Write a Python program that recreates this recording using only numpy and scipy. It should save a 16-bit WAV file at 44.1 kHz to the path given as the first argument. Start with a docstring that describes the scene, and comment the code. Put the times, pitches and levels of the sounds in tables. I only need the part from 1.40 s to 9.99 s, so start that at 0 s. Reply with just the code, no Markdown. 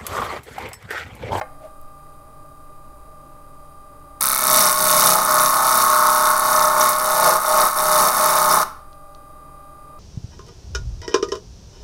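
"""Bench grinder on glass

A small bench grinder turns about 33 times a second: whine and hum are sines, brushes and air are filtered noise.
First a piece is knocked and slid on a plastic tray (decaying modes), and fingernails tick on it (noise bursts).
Then a glass-faced metal pendant is held to the wheel for 4.4 s. Rim bumps that come round each turn shake piece
and housing, grit chips the glass, and the load slows the motor. Close microphone, small room."""
import sys
import numpy as np
from scipy import signal
from scipy.fft import rfft, irfft
from scipy.io import wavfile
from scipy.ndimage import uniform_filter1d, map_coordinates

SR = 44100
rng = np.random.default_rng(int(sys.argv[2]) if len(sys.argv) > 2 else 0)


def unload_wav(signal):
    """Save mono or channel-first audio to the path in sys.argv[1] as 16-bit WAV at rate SR, clipped to [-1, 1]."""
    wavfile.write(
        sys.argv[1],
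        SR,
        np.round(np.clip(np.atleast_2d(signal).T, -1, 1) * 32767).astype(np.int16),
    )


N = 378819
TIME = np.arange(N) / SR
IDLE_HZ = 33.24  # shaft turns per second, unloaded
TOUCH_S, LIFT_S = 2.808, 7.232


def undb(db):
    """Decibels to gain."""
    return 10 ** (np.asarray(db) / 20)


def unit(x):
    """Scale to rms 1."""
    return x / np.sqrt(np.mean(x ** 2))


def curves(table):
    """Each column of a table joined by straight lines in time."""
    s, *columns = np.transpose(table)
    return [np.interp(TIME, s, column) for column in columns]


def walk(points_per_s):
    """Smooth random drift of rms 1."""
    return unit(map_coordinates(rng.standard_normal(4096), [TIME * points_per_s], order=3, mode="wrap"))


def colour(x, points):
    """Causal minimum-phase filter that follows a (Hz, dB) spectrum."""
    size = 8192
    hz, db = np.transpose(points)
    log_hz = np.log(np.fft.rfftfreq(size, 1 / SR) + 1)
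    gain = undb(np.interp(log_hz, np.log(hz), db))
    # folding the cepstrum onto positive time gives minimum phase
    cepstrum = irfft(np.log(gain))[:size // 2]
    cepstrum[0] /= 2
    impulse = irfft(np.exp(rfft(2 * cepstrum, size)))
    return signal.fftconvolve(x, impulse)[:N]


def band(x, hz, width_hz):
    """One resonance, gain 1 at its centre."""
    return signal.lfilter(*signal.iirpeak(hz, hz / width_hz, fs=SR), x)


def between(x, low_hz, high_hz):
    """Steep band-pass."""
    return signal.sosfilt(signal.butter(5, [low_hz, high_hz], "band", fs=SR, output="sos"), x)


def resonate(x, modes):
    """Parallel resonances of a body."""
    return sum(undb(db) * band(x, hz, width_hz) for hz, width_hz, db in modes)


def steady(x):
    """Hold the rms at 1 over about four turns of the wheel."""
    return x / np.sqrt(uniform_filter1d(x ** 2, SR // 8) + 1e-12)


def track(turns, renewals_per_s, waviness=((1, 0), (2, 0))):
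    """Roughness that recurs each turn, with a strength per multiple; wear gradually shifts its pattern."""
    multiples = np.arange(int(SR / IDLE_HZ / 2) + 1)
    shifts = .7 * rng.standard_normal((256, len(multiples)))
    phases = 2 * np.pi * rng.random(len(multiples)) + np.cumsum(shifts, axis=0)
    bumps_per_turn, db = np.transpose(waviness)
    strength = undb(np.interp(multiples, np.round(bumps_per_turn), db))
    # one row per renewal, one column per rim angle
    surface = unit(irfft(strength * np.exp(1j * phases)))
    worn = np.cumsum(renewals_per_s * np.ones(N)) / SR
    angle = turns % 1 * surface.shape[1]
    return map_coordinates(surface, [worn, angle], order=3, mode="grid-wrap")


def burst(s, peak_db, hz, width_hz, t60_s):
    """A brief crack: decaying noise through two equal resonances."""
    t = TIME[:SR // 10]
    noise = rng.standard_normal(len(t)) * undb(-60 * t / t60_s)
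    crack = band(band(noise, hz, width_hz), hz, width_hz)
    return np.interp(TIME - s, t, crack / np.abs(crack).max(), left=0, right=0) * undb(peak_db)


def wheel_speed(force):
    """Turns per second: load slows the wheel, inertia delays both the sag and the recovery after lifting."""
    sag_hz, inertia_s = 1.0, .065  # sag per unit force
    load = force * (TIME >= TOUCH_S) * (TIME < LIFT_S)
    keep = np.exp(-1 / (inertia_s * SR))
    return IDLE_HZ - sag_hz * signal.lfilter([1 - keep], [1, -keep], load)


def motor(turns):
    """Slot whine locked to the shaft, a wavering hum, and brushes that hiss over twelve commutator bars."""
    # Each row: multiple of the shaft rate, rms level in dB before the whine level.
    whine_lines = [(17, -75), (24, -54.5), (31, -81.5), (34, -73), (35, -52.5), (36, -44.5), (37, -56),
                   (38, -64), (42, -70.5), (43, -68.5), (48, -66.5), (60, -71), (74, -76), (96, -77.5),
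                   (113, -76.5), (144, -75.5), (146, -73.5), (263, -80), (276, -67.5), (291, -86),
                   (313, -69), (373, -70)]
    # Whine level. Each row: time in seconds, gain in dB.
    whine_level = [(0, -2), (1.4, -5.5), (2.7, -3.5), (7.4, -2.5), (8.5, -1.5)]
    # Each row: frequency in Hz, rms level in dB.
    hum_lines = [(59, -54.5), (145.3, -58), (285, -63.5), (589, -58.5), (631, -61.5)]
    # Brush hiss spectrum. Each row: frequency in Hz, relative level in dB.
    brush_spectrum = [(1500, -3), (2100, -16), (2480, 0.5), (2900, -6), (3500, -9.5), (3780, 0),
                      (4250, -4.5), (4830, -3), (5300, -4), (6200, -5), (6700, -0.5), (7600, -3.5),
                      (9100, 5.5), (9900, -1), (10500, 4), (13500, -1), (15800, -3.5)]
    whine = 0
    for multiple, db in whine_lines:
        phase = 2 * np.pi * (round(multiple) * turns + rng.random())
        whine = whine + undb(db + 1.2 * walk(6.9)) * np.sin(phase)
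    hum = 0
    for hz, db in hum_lines:
        phase = 2 * np.pi * (hz * TIME + 0.092 * walk(21))
        hum = hum + undb(db + 2.0 * walk(5.8)) * np.sin(phase)
    whine_db, = curves(whine_level)
    tones = np.sqrt(2) * (whine * undb(whine_db) + hum)
    bars = 1 + .18 * np.cos(2 * np.pi * 12 * turns) + .15 * np.cos(2 * np.pi * 3 * turns)
    # echoes inside the motor case lift some lines of the brush hiss and sink others
    case = rng.standard_normal(SR // 40) * undb(-60 * TIME[:SR // 40] / 0.11)
    lines = unit(signal.fftconvolve(track(turns, renewals_per_s=1.65), case)[:N])
    brushes = unit(colour(bars * (lines + rng.standard_normal(N)), brush_spectrum))
    return tones + undb(-60.0) * brushes


def draught():
    """Air dragged round by the wheel: a soft rush of shaped noise and a buffet near 9 Hz at the microphone."""
    # Rush spectrum. Each row: frequency in Hz, relative level in dB.
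    air_spectrum = [(8.8, -48), (15, -2.5), (65, -30.5), (87, -19.5), (135, -21), (201, -28.5),
                    (279, -24.5), (488, -29), (575, -26.5), (743, -48), (816, -29), (917, -30.5),
                    (1190, -27), (1330, -38.5), (4000, -59), (5200, -70), (8800, -120)]
    rush = unit(colour(rng.standard_normal(N), air_spectrum)) * undb(-49.5 + walk(3.4))
    buffet = unit(band(band(rng.standard_normal(N), 8.8, 10.6), 8.8, 10.6))
    return rush + undb(-43.5) * buffet


def handling():
    """A knock and a short slide ring the tray's modes, a faint scrape lasts throughout; fingernails tick."""
    # Tray modes. Each row: frequency in Hz, relative level in dB, T60 in seconds.
    tray_modes = [(509, -9.5, 0.17), (631, 0, .1), (762, 10, 0.031), (850, -3, 0.084), (1096, -4, 0.086),
                  (1406, 4, 0.022), (1590, -13, 0.065), (1820, -2, 0.031), (2133, 1, 0.028),
                  (2519, -12, 0.04), (3070, -17, 0.037), (3980, -25, .06), (4700, -24, 0.034)]
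    # Fingernails on the piece. Each row: start in seconds, peak in dB, centre in Hz, T60 in seconds.
    nail_ticks = [(.414, -35, 12500, .012), (.594, -55, 1920, .03), (.666, -55, 1900, .03),
                  (.738, -59, 3600, .03), (7.529, -42, 3910, 0.013), (7.7487, -36.5, 4150, 0.0087)]
    t = TIME[:SR // 2]
    ring = undb(-60 * t / 0.034) * band(rng.standard_normal(len(t)), 1300, 1500)
    for hz, db, t60_s in tray_modes:
        ring = ring + undb(db - 60 * t / t60_s) * np.sin(2 * np.pi * hz * t + 2 * np.pi * rng.random())
    soft_start = 1 - np.exp(-t / 0.0014)
    knock = np.interp(TIME - .0125, t, ring * soft_start, left=0, right=0) * undb(-22.5)
    scrape = unit(band(signal.fftconvolve(rng.standard_normal(N), ring)[:N], 585, 59.9))
    scratch = band(rng.standard_normal(N), 1600, 1400) * undb(-9.5)
    # end values hold outside the slide
    stroke = np.interp(TIME, [.205, .245, .285, .31], [0.11, 0.79, 0.23, 0.059])
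    slide = (scrape + scratch) * stroke * undb(-34.5)
    ticks = sum(burst(s, db, hz, 0.43 * hz, t60_s) for s, db, hz, t60_s in nail_ticks)
    return knock + slide + ticks


def seating(force, harsh):
    """Skip (share of contact on high spots) falls as the piece beds in; rocking (0-1) is rate of force change."""
    skip_first, skip_bedded, skip_harsh = .97, .3, .4  # first touch, bedded in, added at full harshness
    bed_in_s, bed_time_s = 2.99, .1
    rocking_per_s = 8  # force change per second that counts as rocking
    loose = np.exp(-np.maximum(TIME - bed_in_s, 0) / bed_time_s)
    bedded = skip_bedded + skip_harsh * harsh
    skip = np.clip(bedded + (skip_first - bedded) * loose, 0, 1)
    change_per_s = uniform_filter1d(np.abs(np.gradient(force, TIME)), size=SR // 2)
    return skip, np.tanh(change_per_s / rocking_per_s)


def rim_contact(turns, skip):
    """Contact through each turn, for rasp and fine grit: the more skip, the more it falls on the high spots."""
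    # Each row: angle in turns, 1/e half-width in turns, rasp level in dB, fine grit level in dB.
    high_spots = [(0.101, 0.11, 6, -9.5), (.42, 0.029, 11.5, -12.5), (.64, 0.072, 2, -3),
                  (0.926, .045, 8, -9)]
    spots = 0
    for at, width, *dbs in high_spots:
        distance = (turns - at + .5) % 1 - .5
        spots = spots + np.outer(undb(dbs), np.exp(-(distance / width) ** 2))
    return [skip * unit(s) + 1 - skip for s in spots]


def growl(turns, skip, renewals_per_s, thud_db, contact):
    """Rim waves sing at multiples of the wheel speed; finer roughness rings piece, housing and base."""
    # Held piece. Each row: frequency in Hz, width in Hz, relative level in dB.
    piece_modes = [(1111, 31, 6), (1271, 42, 10.5), (1429, 18, 9.5), (1752, 23, 1.5), (2070, 210, -13)]
    # Housing. Each row: frequency in Hz, width in Hz.
    housing_modes = [(629, 46), (878, 44)]
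    # Rim waviness. Each row: bumps per turn, relative level in dB.
    rim_waviness = [(1, -28), (2, -37), (3, -44), (4, -34), (5, -25), (6, -26.5), (7, -24.5), (8, -21),
                    (9, -42), (10, -24), (11, -28.5), (12, -14), (13, -28), (14, -20), (15, -13),
                    (16, -14.5), (17, -36), (18, -35), (19, -8.5), (20, -13.5), (21, -33), (22, -25),
                    (23, -39), (24, -5.5), (25, -89.5), (26, -36), (27, -6), (28, -2), (29, -17.5),
                    (30, -32), (31, -3.5), (32, -4), (33, -3.5), (34, 1.5), (35, -8.5), (36, -3.5),
                    (37, -39.5), (38, -3), (39, -1), (40, -5.5), (41, -8), (42, -12), (43, -16), (44, -10),
                    (45, -8.5), (46, -20.5), (47, -19), (48, -37), (49, -11), (50, -7.5)]
    bounce = contact ** (.9 * skip ** 5)
    # the wheel runs slightly out of true, so bedded contact throbs once a turn
    runout = 1 + 0.25 * (1 - skip) * np.cos(2 * np.pi * (turns - .55))
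    waves = track(turns, renewals_per_s, rim_waviness) * runout * bounce
    rough = track(turns, renewals_per_s) + 0.62 * rng.standard_normal(N)
    rough = rough * runout ** 2 * bounce
    piece = unit(between(resonate(rough, piece_modes), 967, 2195))
    low_mode, high_mode = (unit(between(band(rough, hz, width_hz), 0.861 * hz, 1.127 * hz))
                           for hz, width_hz in housing_modes)
    thud = unit(between(rough, 130.5, 257.5))
    # when the piece bounces or the track wears fast, piece and upper housing mode ring more freely
    free = np.sqrt(renewals_per_s / 20) + skip ** 4
    chatter = unit(between(waves, 1002, 1485)) + undb(-4) * free * piece
    drone = unit(between(waves, 726, 982)) + undb(-2.0) * free * high_mode
    boom = low_mode + unit(between(waves, 498, 657))
    thrum = unit(between(waves, 135, 444)) + undb(thud_db) * thud
    return {"chatter": steady(chatter), "drone": steady(drone), "boom": steady(boom), "thrum": steady(thrum)}


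def chipping(turns, contact, skip, spread_db, flurry_db):
    """Tiny fractures of very unequal size, in flurries; the more skip, the more the same grains recur."""
    sizes = undb(spread_db * np.minimum(rng.exponential(size=N), 6))
    fresh = unit(rng.standard_normal(N) * sizes * undb(flurry_db * walk(650)))
    repeat = skip ** 3  # share of power that recurs each turn
    recurring = track(turns, renewals_per_s=3.21)
    return contact * (np.sqrt(repeat) * recurring + np.sqrt(np.abs(1 - repeat)) * fresh)


def flaking(turns):
    """The same high spot comes round and knocks off one flake each turn of a run, each 0.1 dB louder."""
    # Runs of flakes. Each row: start in seconds, number of flakes, first peak in dB, centre in Hz.
    flake_runs = [(3.1812, 4, -8.5, 5630), (5.1303, 5, -13, 5850), (5.4086, 1, -10, 5832),
                  (5.4158, 1, -10.5, 5770), (7.114, 1, -11, 5230)]
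    out = np.zeros(N)
    for s, count, db, hz in flake_runs:
        first_turn = np.interp(s, TIME, turns)
        for k in range(round(count)):
            at_s = np.interp(first_turn + k, turns, TIME)
            out += burst(at_s, db + k * 0.1, hz, width_hz=1040, t60_s=0.017)
    return out


def grinding(turns, force):
    """The growl of the held piece and the hiss of grit chipping the glass; every voice swells with the force."""
    # Harshness of the cut, highest while the glass edge is still sharp.
    # Each row: time in seconds, harshness from 0 = smooth growl to 1 = all chipping.
    harshness = [(2.81, 0.92), (3.04, 0.56), (3.13, 0.75), (3.32, 0.56), (3.73, 0.64), (3.77, 0.29),
                 (4.05, 0.49), (4.21, 0.27), (4.38, 0.48), (4.5, 0.29), (5.08, 0.28), (5.14, 0.35),
                 (5.36, 0.1), (5.44, 0.42), (5.59, 0.33), (6.06, 0.23), (6.51, 0.38), (7.21, 0.27)]
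    # Each voice: dB at unit force, dB per doubling of force, dB added at full harshness, dB added at full rocking.
    voices = {"chatter": (-14, 2.5, -6.5, -4), "drone": (-19, 4.5, -13.5, -3), "boom": (-29, 5, -4.5, 3.5),
              "thrum": (-35.5, 4, 2.2, -1.9), "rasp": (-30.5, 3.5, 14, -1.5),
              "grit": (-26.5, 2.5, 16, -1.5)}
    # Coarse rasp spectrum. Each row: frequency in Hz, relative level in dB.
    rasp_spectrum = [(100, -40), (700, -18), (1500, -8.5), (2200, -6), (2750, -13.5), (3000, -9),
                     (3300, -19), (3650, 1), (4150, -6), (4450, 0), (4800, -5), (5500, 0.5), (6400, -1),
                     (7300, -7.5), (9500, -15)]
    # Fine grit spectrum. Each row: frequency in Hz, relative level in dB.
    grit_spectrum = [(200, -54), (4000, -33), (7200, -13.5), (8300, 1.5), (9200, 4.5), (9900, 0.5),
                     (11100, 6.5), (12800, -2.5), (15800, -2)]
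    # Lingering modes of wheel and guard. Each row: frequency in Hz, width in Hz, level in dB.
    wheel_modes = [(630, 7, 7), (1067, 9, 16.5), (1332, 5, 19.5), (2210, 4.7, 10), (4200, 7, -1)]
    harsh, = curves(harshness)
    skip, rocking = seating(force, harsh)
    gain = {}
    for name, (db, force_db, harsh_db, rocking_db) in voices.items():
        gain[name] = undb(db + force_db * np.log2(force) + harsh_db * harsh + rocking_db * rocking)
    touching = (TIME >= TOUCH_S) * np.exp(-np.maximum(TIME - LIFT_S, 0) / 0.0028)
    coarse_contact, fine_contact = rim_contact(turns, skip)
    renewals_per_s = 6 + 20 * rocking  # a rocking hand renews the rim track faster
    thud_db = -16.5 + 24.5 * harsh
    parts = growl(turns, skip, renewals_per_s, thud_db, coarse_contact)
    # each growling voice swells and fades a little as the contact point shifts
    body = sum(part * gain[name] * undb(0.8 * walk(9)) for name, part in parts.items())
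    coarse = chipping(turns, coarse_contact, skip, spread_db=1.5, flurry_db=2.7)
    fine = chipping(turns, fine_contact, skip, spread_db=3.0, flurry_db=3.5)
    rasp = steady(colour(coarse, rasp_spectrum)) * gain["rasp"]
    grit = steady(colour(fine + 0.26 * coarse, grit_spectrum)) * gain["grit"]
    ring = between(resonate(touching * coarse * gain["rasp"], wheel_modes), 900, 5000)
    return touching * body + ring, touching * (rasp + grit) + flaking(turns)


def room(x, wet_db, t60_low_s, t60_high_s):
    """A diffuse noise tail from 4 ms on, with separate decays below and above 3 kHz."""
    t = TIME[:SR]
    low = signal.sosfilt(signal.butter(2, 3000, fs=SR, output="sos"), rng.standard_normal(SR))
    high = signal.sosfilt(signal.butter(2, 3000, "high", fs=SR, output="sos"), rng.standard_normal(SR))
    tail = low * undb(-60 * t / t60_low_s) + 0.5 * high * undb(-60 * t / t60_high_s)
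    tail = tail * (t > .004)
    return x + undb(wet_db) * signal.fftconvolve(x, tail / np.sqrt(np.sum(tail ** 2)))[:N]


def scene():
    """One shaft drives both motor and wheel; pressing the piece slows it and makes it grind."""
    # Hand force on the wheel. Each row: time in seconds, force (1 = an ordinary press).
    press = [(2.81, 0.22), (3.01, 0.35), (3.21, 1.79), (3.36, 0.31), (3.41, 0.84), (3.67, 2.1),
             (3.82, 0.68), (4.01, 1.27), (4.12, 0.73), (4.29, 1.06), (4.4, 1.27), (4.47, 0.92),
             (4.89, 0.97), (4.96, 0.52), (5.23, 1.17), (5.35, 0.66), (5.41, 1.63), (5.57, 0.28),
             (5.81, 1.3), (5.86, 3), (5.99, 0.24), (6.01, 0.25), (6.22, 2.09), (6.3, 0.25), (6.35, 0.21),
             (6.38, 0.73), (6.47, 0.76), (6.6, 1.93), (6.67, 1.94), (6.71, 0.42), (6.86, 1.64),
             (7.07, 1.03), (7.13, 2.02), (7.21, 0.83)]
    force = np.maximum(curves(press)[0], .05)
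    turns = np.cumsum(wheel_speed(force) + 0.013 * walk(5)) / SR
    turns = turns - np.interp(TOUCH_S, TIME, turns)  # angle 0 at first touch
    machine = motor(turns) + draught()
    hands = room(handling(), wet_db=-14.0, t60_low_s=0.3, t60_high_s=.3)
    body, hiss = grinding(turns, force)
    wheel = room(body, wet_db=-13.5, t60_low_s=0.43, t60_high_s=0.33)
    wheel = wheel + room(hiss, wet_db=-12.0, t60_low_s=0.44, t60_high_s=0.34)
    return (machine + hands + wheel)[None]


def record(dry):
    """The microphone rounds the highest peaks and the top is cut off at 15.85 kHz."""
    top = signal.ellip(10, .1, 50, 15850, fs=SR, output="sos")
    heard = signal.sosfiltfilt(top, dry)
    rounded = heard / (1 + (heard / .72) ** 4) ** .25  # levels off at 0.72
    return signal.sosfiltfilt(top, rounded)


dry = scene()
out = record(dry)
unload_wav(out)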